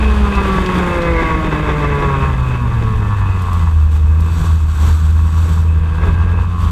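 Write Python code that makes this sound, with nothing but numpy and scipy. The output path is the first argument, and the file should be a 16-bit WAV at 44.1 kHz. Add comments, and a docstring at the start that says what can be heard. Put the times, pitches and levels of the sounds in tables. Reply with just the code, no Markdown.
"""A two-stroke racing kart, heard from on its bodywork. It starts fast on a straight: the exhaust hums, each
firing rings the body, loose panels rattle, the frame rumbles and the tyres flick grit at the nose.
As it slows, the exhaust tones slide down, swelling and fading as they pass through resonances.
From about 2.4 s the rattle eases and the tyres begin to scrub sideways through a long, bumpy corner.
Near 6 s the engine picks up a little as the kart starts to pull out."""
import sys
import numpy as np
from scipy import signal
from scipy.fft import rfft, irfft, next_fast_len
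from scipy.io import wavfile
from scipy.ndimage import uniform_filter1d, minimum_filter1d

SR = 44100
rng = np.random.default_rng(int(sys.argv[2]) if len(sys.argv) > 2 else 0)


def generate_wav(sig):
    """Save sig (samples, or channels by samples) to the path in sys.argv[1] as 16-bit PCM at SR."""
    pcm = np.round(np.clip(np.atleast_2d(sig).T, -1, 1) * 32767).astype(np.int16)
    wavfile.write(sys.argv[1], SR, pcm)


N = 295911

# Engine speed, as firings a second: t/s, f/Hz
FIRING_RATE = [(0.0, 217), (0.75, 180.3), (1.0, 172.4), (1.25, 162.0), (1.5, 154.4), (1.75, 148.5),
               (2.25, 134.1), (2.5, 125.5), (2.75, 114.8), (3.0, 106.5), (3.5, 87.4), (3.82, 76.8),
               (4.05, 77.0), (4.25, 81.5), (4.45, 82.1), (4.65, 77.7), (5.2, 79), (5.45, 81.9),
               (5.92, 79.8), (6.42, 88.2), (6.71, 85.1)]
# How pipe and frame pass the four lowest exhaust tones, one list for each: f/Hz, level/dB
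EXHAUST_TONES = [
    [(78, -10), (83, -12), (89, -15), (104, -15.5), (130, -18), (150, -20), (162, -28.5), (175, -20),
     (210, -20.5)],
    [(154, -35), (164, -26), (178, -33.5), (230, -33), (265, -35), (310, -30), (380, -28), (430, -37)],
    [(240, -46), (300, -50), (390, -52), (415, -26.5), (460, -30.5), (495, -19.5), (525, -24.5), (560, -70)],
    [(320, -50), (400, -51), (438, -35.5), (480, -49), (580, -36), (650, -30.5), (760, -50)],
]
# Brief dips in the lowest exhaust tone: t/s, half length/s, depth/dB
THROB_DIPS = [(3.475, .08, -2.5), (4.408, 0.06, -8.5), (4.723, 0.099, -3.5), (6.0, 0.066, -8.5),
              (6.568, 0.041, -7)]
# Engine load, or how hard the engine shakes the kart: t/s, level/dB
ENGINE_LOAD = [(0, -8.5), (.25, -2.5), (.4, -0.5), (1.25, 1.5), (1.45, 0), (2.1, -.5), (2.25, -1),
               (2.33, -6), (3.6, -10), (3.85, -14.5), (4.3, -8), (4.63, -15.5), (4.85, -14), (5.8, -9),
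               (6.05, -9.5), (6.35, -5), (6.5, -12.5), (6.71, -15)]
# Resonances of the body, the pitches it likes to ring at: f/Hz, width/Hz, level/dB
BODY_MODES = [(842, 250, -4), (977, 56, 7), (1103, 62, 9), (1192, 188, 3), (1289, 45, 1), (1361, 95, -5.5),
              (1530, 69, -14), (1687, 57, -4), (2001, 4.5, -1), (2630, 5.7, 1), (3700, 560, -29)]
# Resonances of the hollow nose: f/Hz, width/Hz, level/dB
NOSE_MODES = [(297, 43, 1), (449, 38, 5.5), (502, 31.6, 1), (623, 68, -5)]
# Resonances of each buzzing part, by name: f/Hz, width/Hz, level/dB
PART_MODES = {"shell": [(1070, 89, 11), (1200, 290, -2)], "thin": [(1613, 60, 0)], "rib": [(1764, 53, 0)],
              "side": [(2050, 220, 4.2), (2180, 200, 3)], "bracket": [(2559, 63, 0)]}
# Moments when one part, or the whole body, rings louder: t/s, half length/s, level/dB, part
RING_UPS = [(0.03, 0.069, -36, "bracket"), (0.348, 0.043, -34, "bracket"), (0.38, 0.018, -24, "shell"),
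            (0.516, 0.069, -25.5, "shell"), (1.22, 0.084, -34, "thin"), (1.23, 0.13, -31.5, "side"),
            (1.273, .12, -28.5, "shell"), (1.9, .2, -36, "side"), (2.095, 0.3, -47, "body"),
            (2.22, 0.034, -39, "bracket"), (2.528, 0.062, -42, "bracket"), (2.907, 0.058, -33, "shell"),
            (3.114, 0.063, -37, "body"), (3.13, 0.22, -41.5, "rib"), (3.28, 0.13, -37.5, "body"),
            (3.297, 0.094, -44, "bracket"), (3.52, 0.095, -30.5, "shell"), (3.628, 0.11, -33.5, "body"),
            (4.45, 0.054, -36, "body"), (6.065, 0.021, -32, "body"), (6.066, 0.045, -44, "bracket"),
            (6.163, 0.26, -36, "thin"), (6.385, 0.032, -44, "bracket"), (6.62, 0.12, -28, "shell")]
# Tone colour of the rattling panels: f/Hz, level/dB
RATTLE_COLOUR = [(20, -30), (330, 3.5), (540, 0), (720, -8.5), (1000, -7.5), (1650, -1.5), (1850, -5.5),
                 (2150, -6.5), (2900, -18), (3650, -13), (4100, -32), (7000, -32.5), (14000, -81.5)]
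# Rough patches of track: t/s, half length/s, thump level/dB, clatter level/dB
BUMPS = [(0.037, 0.091, -32, -33), (0.56, 0.04, -16, -34.5), (0.793, 0.03, -29, -27.5),
         (1.345, 0.089, -21, -40), (1.449, 0.0097, -25, -31), (1.531, 0.018, -32, -28),
         (1.691, 0.023, -28, -27.5), (1.847, 0.013, -30, -28), (1.926, 0.011, -34, -29.5),
         (2.018, .035, -47, -30.5), (2.53, 0.046, -32, -36.5), (2.828, 0.019, -14.5, -31.5),
         (2.96, 0.059, -11.5, -55), (3.3, 0.13, -22.5, -51), (4.436, .07, -17, -40),
         (4.86, 0.06, -12.5, -36), (5.493, .05, -25, -37), (6.062, 0.068, -14, -30.5),
         (6.656, 0.043, -11, -40)]
# Tone colour of the rumbling frame: f/Hz, level/dB
RUMBLE_COLOUR = [(12, -15), (24, -12), (36, -4), (48, 0), (65, 2.5), (100, -8), (140, -11.5), (205, -15.5),
                 (250, -31.5), (400, -41.5), (650, -57), (2000, -76)]
# Spells of low shaking in the frame: t/s, half length/s, f/Hz, level/dB
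JUDDERS = [(0.05, 0.31, 64, -10.5), (2.526, 0.66, 74, -21.5)]
# Tone colour of rolling tyres: f/Hz, level/dB
ROLL_COLOUR = [(300, -5.5), (1100, 16.5), (2000, 4), (3600, 4), (4100, -6), (4600, -2.5), (5200, -10.5),
               (8200, -11), (10500, -17), (12400, -20.5), (15000, -29)]
# Extra tyre noise on coarse asphalt, then smooth concrete, then asphalt: t/s, level/dB
TRACK_SURFACE = [(1.0, 4), (1.1, 1.5), (6.56, -0.5), (6.62, 4.5)]
# Cornering, as the share of tyre noise that is sideways scrub: t/s, share (0 to 1)
SLIDE_SHARE = [(0, 0), (2.4, 0.39), (3.4, 0.42), (4.3, 0.81), (5.6, 0.84), (5.9, 0.24), (6.71, 0.5)]
# Tone colour of scrubbing tyres: f/Hz, level/dB
SCRUB_COLOUR = [(300, 24), (650, -11), (1050, 17.5), (1600, 20), (2000, -17), (3600, 11.5), (5000, 0),
                (5900, 4.5), (7200, 6), (7780, 5.5), (8600, 2.5), (10600, -7), (12500, 2), (15000, -14.5)]
# Thin tones in the scrub: f/Hz, width/Hz, level/dB
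SQUEAL_MODES = [(4110, 40, -8), (4540, 34, 0), (5730, 220, -6.5), (7820, 150, 0)]
# Moments when the tyres bite: t/s, half length/s, level/dB
TYRE_BITES = [(.55, 0.17, -40.5), (.77, .05, -39), (3.52, 0.22, -44), (3.95, .04, -42.5), (4.43, 0.16, -39),
              (4.85, 0.15, -36.5), (5.15, .22, -45.5), (5.48, 0.16, -40), (6.06, 0.097, -47.5),
              (6.65, 0.046, -42)]
# Sharp ticks: grit hitting the nose, and the tyres crossing joints in the track near 1.02 s and 6.6 s: t/s,
# level before filtering/dB, top f/Hz
TICKS = [(0.3521, -23, 5100), (0.6614, -16, 4230), (1.0186, -19.5, 4270), (2.836, -33, 5000),
         (3.4196, -36, 12000), (3.5309, -35, 14000), (3.917, -41, 12000), (3.9534, -42, 12000),
         (4.2043, -35.5, 14000), (5.6156, -42, 12000), (6.605, -40, 12000)]


def gain_of(db):
    """Turns decibels into a number to multiply a sound by."""
    return 10 ** (np.asarray(db) / 20)


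def evened(x):
    """Scales x to an average size (rms) of 1."""
    return x / np.sqrt(np.mean(x ** 2) + 1e-20)


def curve(rows):
    """Joins (time, value) points with straight lines, giving a value for every sample."""
    return np.interp(np.arange(N) / SR, *np.transpose(rows))


def level_at(points, hz):
    """Reads the level in dB at hz from (frequency, level) points."""
    f, db = np.transpose(points)
    return np.interp(np.log(hz), np.log(f), db)


def wander(hz):
    """A smooth random wobble of rms 1, moving up to about hz times a second."""
    size = next_fast_len(N)
    f = np.fft.rfftfreq(size, 1 / SR)
    return evened(irfft(rfft(rng.standard_normal(size)) / (1 + (f / hz) ** 4), size)[:N])


def swells(rows):
    """A gain that rises and falls smoothly for each (time, half length, level) row."""
    t = np.arange(N) / SR
    return sum(gain_of(db) * np.exp(-((t - s) / length) ** 2) for s, length, db in rows)


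def colour(x, points):
    """Filters x to a tone colour given as (frequency, level) points; rms 1."""
    f = abs(np.fft.fftfreq(8192, 1 / SR))
    log_gain = np.log(gain_of(level_at(points, f + 1)))
    taps = np.fft.ifft(np.exp(np.conj(signal.hilbert(log_gain)))).real  # rings only after a hit
    return evened(signal.oaconvolve(x, taps[:len(f) // 2])[:N])


def ring(x, modes, top_hz=4200):
    """Softens x above top_hz and lets it ring resonances, neighbours swinging opposite ways; rms 1."""
    soft = signal.sosfilt(signal.butter(2, top_hz, fs=SR, output="sos"), x)
    return evened(sum((-1) ** k * gain_of(db) * signal.lfilter(*signal.iirpeak(hz, hz / width, SR), soft)
                      for k, (hz, width, db) in enumerate(modes)))


def exhaust(turns):
    """Exhaust pulses hum at 1 to 4 times the firing rate, each tone louder where it meets a resonance."""
    hz = curve(FIRING_RATE)
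    dip_db = sum(depth_db * swells([(s, length, 0)]) for s, length, depth_db in THROB_DIPS)
    flutters_db = [dip_db + .7 * wander(13), 2.3 * wander(20), 1.2 * wander(15), 2 * wander(15)]
    hum = np.zeros(N)
    for k, (passed, flutter_db) in enumerate(zip(EXHAUST_TONES, flutters_db), 1):
        tone = np.sin(2 * np.pi * k * turns + .1 * wander(9))
        hum += gain_of(level_at(passed, k * hz) + flutter_db) * tone
    return np.sqrt(2) * hum


def firings(turns, jitter_s, uneven_db):
    """The engine fires once a turn: one click each, a little off in time and strength."""
    at = np.flatnonzero(np.diff(np.floor(turns)))
    late, strength = rng.standard_normal((N, 2))[:len(at)].T
    at += np.round(late * jitter_s * SR).astype(int)
    clicks = np.zeros(N)
    clicks[np.clip(at, 0, N - 1)] = gain_of(uneven_db * strength)
    return evened(clicks)


def puffs(turns, fade_turns, floor):
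    """A puff of noise after each firing, fading towards a steady floor of hiss."""
    return evened((floor + np.exp(-(turns % 1) / fade_turns)) * rng.standard_normal(N))


def loaded(base_db, follow):
    """Gain of a part that moves by follow dB for each dB of engine load."""
    return gain_of(base_db + follow * curve(ENGINE_LOAD))


def ring_ups(part):
    """Extra gain for the moments when this part rings louder."""
    return swells(row[:3] for row in RING_UPS if row[3] == part)


def bodywork(turns):
    """Each firing is a blow that rings the body and its hollow nose, harder under load."""
    ragged = np.clip((100 - curve(FIRING_RATE)) / 35, 0, 1)  # a slow two-stroke fires less evenly
    steady = firings(turns, jitter_s=.00002, uneven_db=1.2)
    loose = firings(turns, jitter_s=.00011, uneven_db=2.6)
    blows = (1 - ragged) * steady + ragged * loose + .22 * puffs(turns, fade_turns=.34, floor=.2)
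    body_gain = loaded(base_db=-27.5, follow=.55) * gain_of(-7 * ragged) + ring_ups("body")
    body = body_gain * gain_of(2.9 * wander(21)) * ring(blows, BODY_MODES)
    nose_blows = steady + (.69 + .32 * ragged) * puffs(turns, fade_turns=.76, floor=.73)
    return body + loaded(base_db=-30.5, follow=1) * ring(nose_blows, NOSE_MODES)


def panel_buzz(turns):
    """Single parts buzz in step with the firings; the loose ones sound rougher."""
    blows = firings(turns, jitter_s=.00002, uneven_db=2)
    noise = puffs(turns, fade_turns=.45, floor=.34)

    def buzz(part, base_db, follow, rough):
        """One part, shaken by the blows plus some noise."""
        return (loaded(base_db, follow) + ring_ups(part)) * ring(blows + rough * noise, PART_MODES[part])

    return (buzz("shell", base_db=-49.5, follow=.66, rough=.061)
            + buzz("thin", base_db=-43, follow=.5, rough=.35)
            + buzz("rib", base_db=-47, follow=.54, rough=.14)
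            + buzz("side", base_db=-41, follow=4.9, rough=1.1)
            + buzz("bracket", base_db=-37.5, follow=.9, rough=.98))


def jolts():
    """Gain of the clatter over rough patches of track."""
    return swells((s, length, clatter_db) for s, length, _, clatter_db in BUMPS)


def rattle(turns):
    """Loose panels clatter in clumps as the engine and the track shake them."""
    knocks = (rng.random(N) < 1100 / SR) * rng.standard_normal(N)  # about 1100 a second
    shaking = np.interp(curve(FIRING_RATE), [84, 142], [.55, 1])  # harder at speed
    clumps = gain_of(shaking * (2.1 * wander(30) + 1.5 * wander(95)))
    hits = (puffs(turns, fade_turns=.84, floor=1) + 1.2 * evened(knocks)) * clumps
    clatter = gain_of(6.5) * shaking * colour(hits, RATTLE_COLOUR) + gain_of(1.5) * ring(hits, BODY_MODES)
    return np.hypot(loaded(base_db=-32.5, follow=1), jolts()) * clatter  # hypot adds their powers


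def frame_rumble():
    """The springless frame rumbles on its tyres and booms under load; bumps thump it and shake the nose."""
    thumps = swells((s, length, thump_db) for s, length, thump_db, _ in BUMPS)
    rumble_gain = np.hypot(loaded(base_db=-18.5, follow=.13), thumps)
    rumble = rumble_gain * colour(rng.standard_normal(N), RUMBLE_COLOUR)
    boom = loaded(base_db=-26.5, follow=.91) * ring(rng.standard_normal(N), [(178, 45, 0)], top_hz=262)
    nose_thud = gain_of(1.5) * jolts() * ring(rng.standard_normal(N), [(300, 18, -.19), (418, 62, -.81)])
    return rumble + boom + nose_thud


def judder():
    """The frame shakes on its tyres in spells, each a low, unsteady tone."""
    t = np.arange(N) / SR
    drift, flutter_db = .7 * wander(3.6), 1.9 * wander(23)
    shake = sum(swells([(s, length, db)]) * np.sin(2 * np.pi * hz * t + drift)
                for s, length, hz, db in JUDDERS)
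    return np.sqrt(2) * gain_of(flutter_db) * shake


def tyres(db_per_octave=4, reference_hz=84):
    """Rolling hiss grows with speed; in a slide it turns into a brighter scrub with a thin squeal."""
    slide = curve(SLIDE_SHARE)
    speed_db = db_per_octave * np.log2(curve(FIRING_RATE) / reference_hz)
    rolling_gain = gain_of(-48.5 + speed_db + curve(TRACK_SURFACE))
    roll = gain_of(9.5) * colour(rng.standard_normal(N), ROLL_COLOUR)
    scrub = gain_of(5) * colour(rng.standard_normal(N), SCRUB_COLOUR)
    squeal = gain_of(-8) * ring(rng.standard_normal(N), SQUEAL_MODES, top_hz=10000)
    grain = gain_of(wander(21) + 1.2 * wander(310))
    blend = np.sqrt(1 - slide) * roll + np.sqrt(slide) * scrub + slide * squeal
    return np.hypot(rolling_gain, swells(TYRE_BITES)) * grain * blend


def ticks(decay_s=.0089, low_hz=1600):
    """Small stones tick on the plastic nose, and the tyres tick as they cross joints in the track; the heavier
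    ticks knock more dully."""
    out = np.zeros(N)
    t = np.arange(SR // 20) / SR
    for s, db, top_hz in TICKS:
        band = signal.butter(2, [low_hz, top_hz], "bandpass", fs=SR, output="sos")
        burst = gain_of(db) * np.exp(-t / decay_s) * rng.standard_normal(len(t))
        slot = out[round(s * SR):][:len(t)]
        slot += signal.sosfilt(band, burst)[:len(slot)]
    return out


def scene():
    """Adds all the sounds into one channel; the engine speed wavers a little."""
    turns = np.cumsum(curve(FIRING_RATE) * (1 + .0025 * wander(14))) / SR  # engine turns so far
    engine_sounds = exhaust(turns) + bodywork(turns) + panel_buzz(turns) + rattle(turns)
    return (engine_sounds + frame_rumble() + judder() + tyres() + ticks())[None]


def record(dry, ceiling=.76, cutoff_hz=15100):
    """A limiter smoothly turns down the loudest peaks, then a filter cuts the highest treble."""
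    wanted_gain = ceiling / np.maximum(abs(dry), ceiling)
    smooth_gain = uniform_filter1d(minimum_filter1d(wanted_gain, size=800), size=800)
    lowpass = signal.firwin(511, cutoff_hz, window=("kaiser", 9), fs=SR)
    return signal.oaconvolve(dry * smooth_gain, lowpass[None], "same")


dry = scene()
out = record(dry)
generate_wav(out)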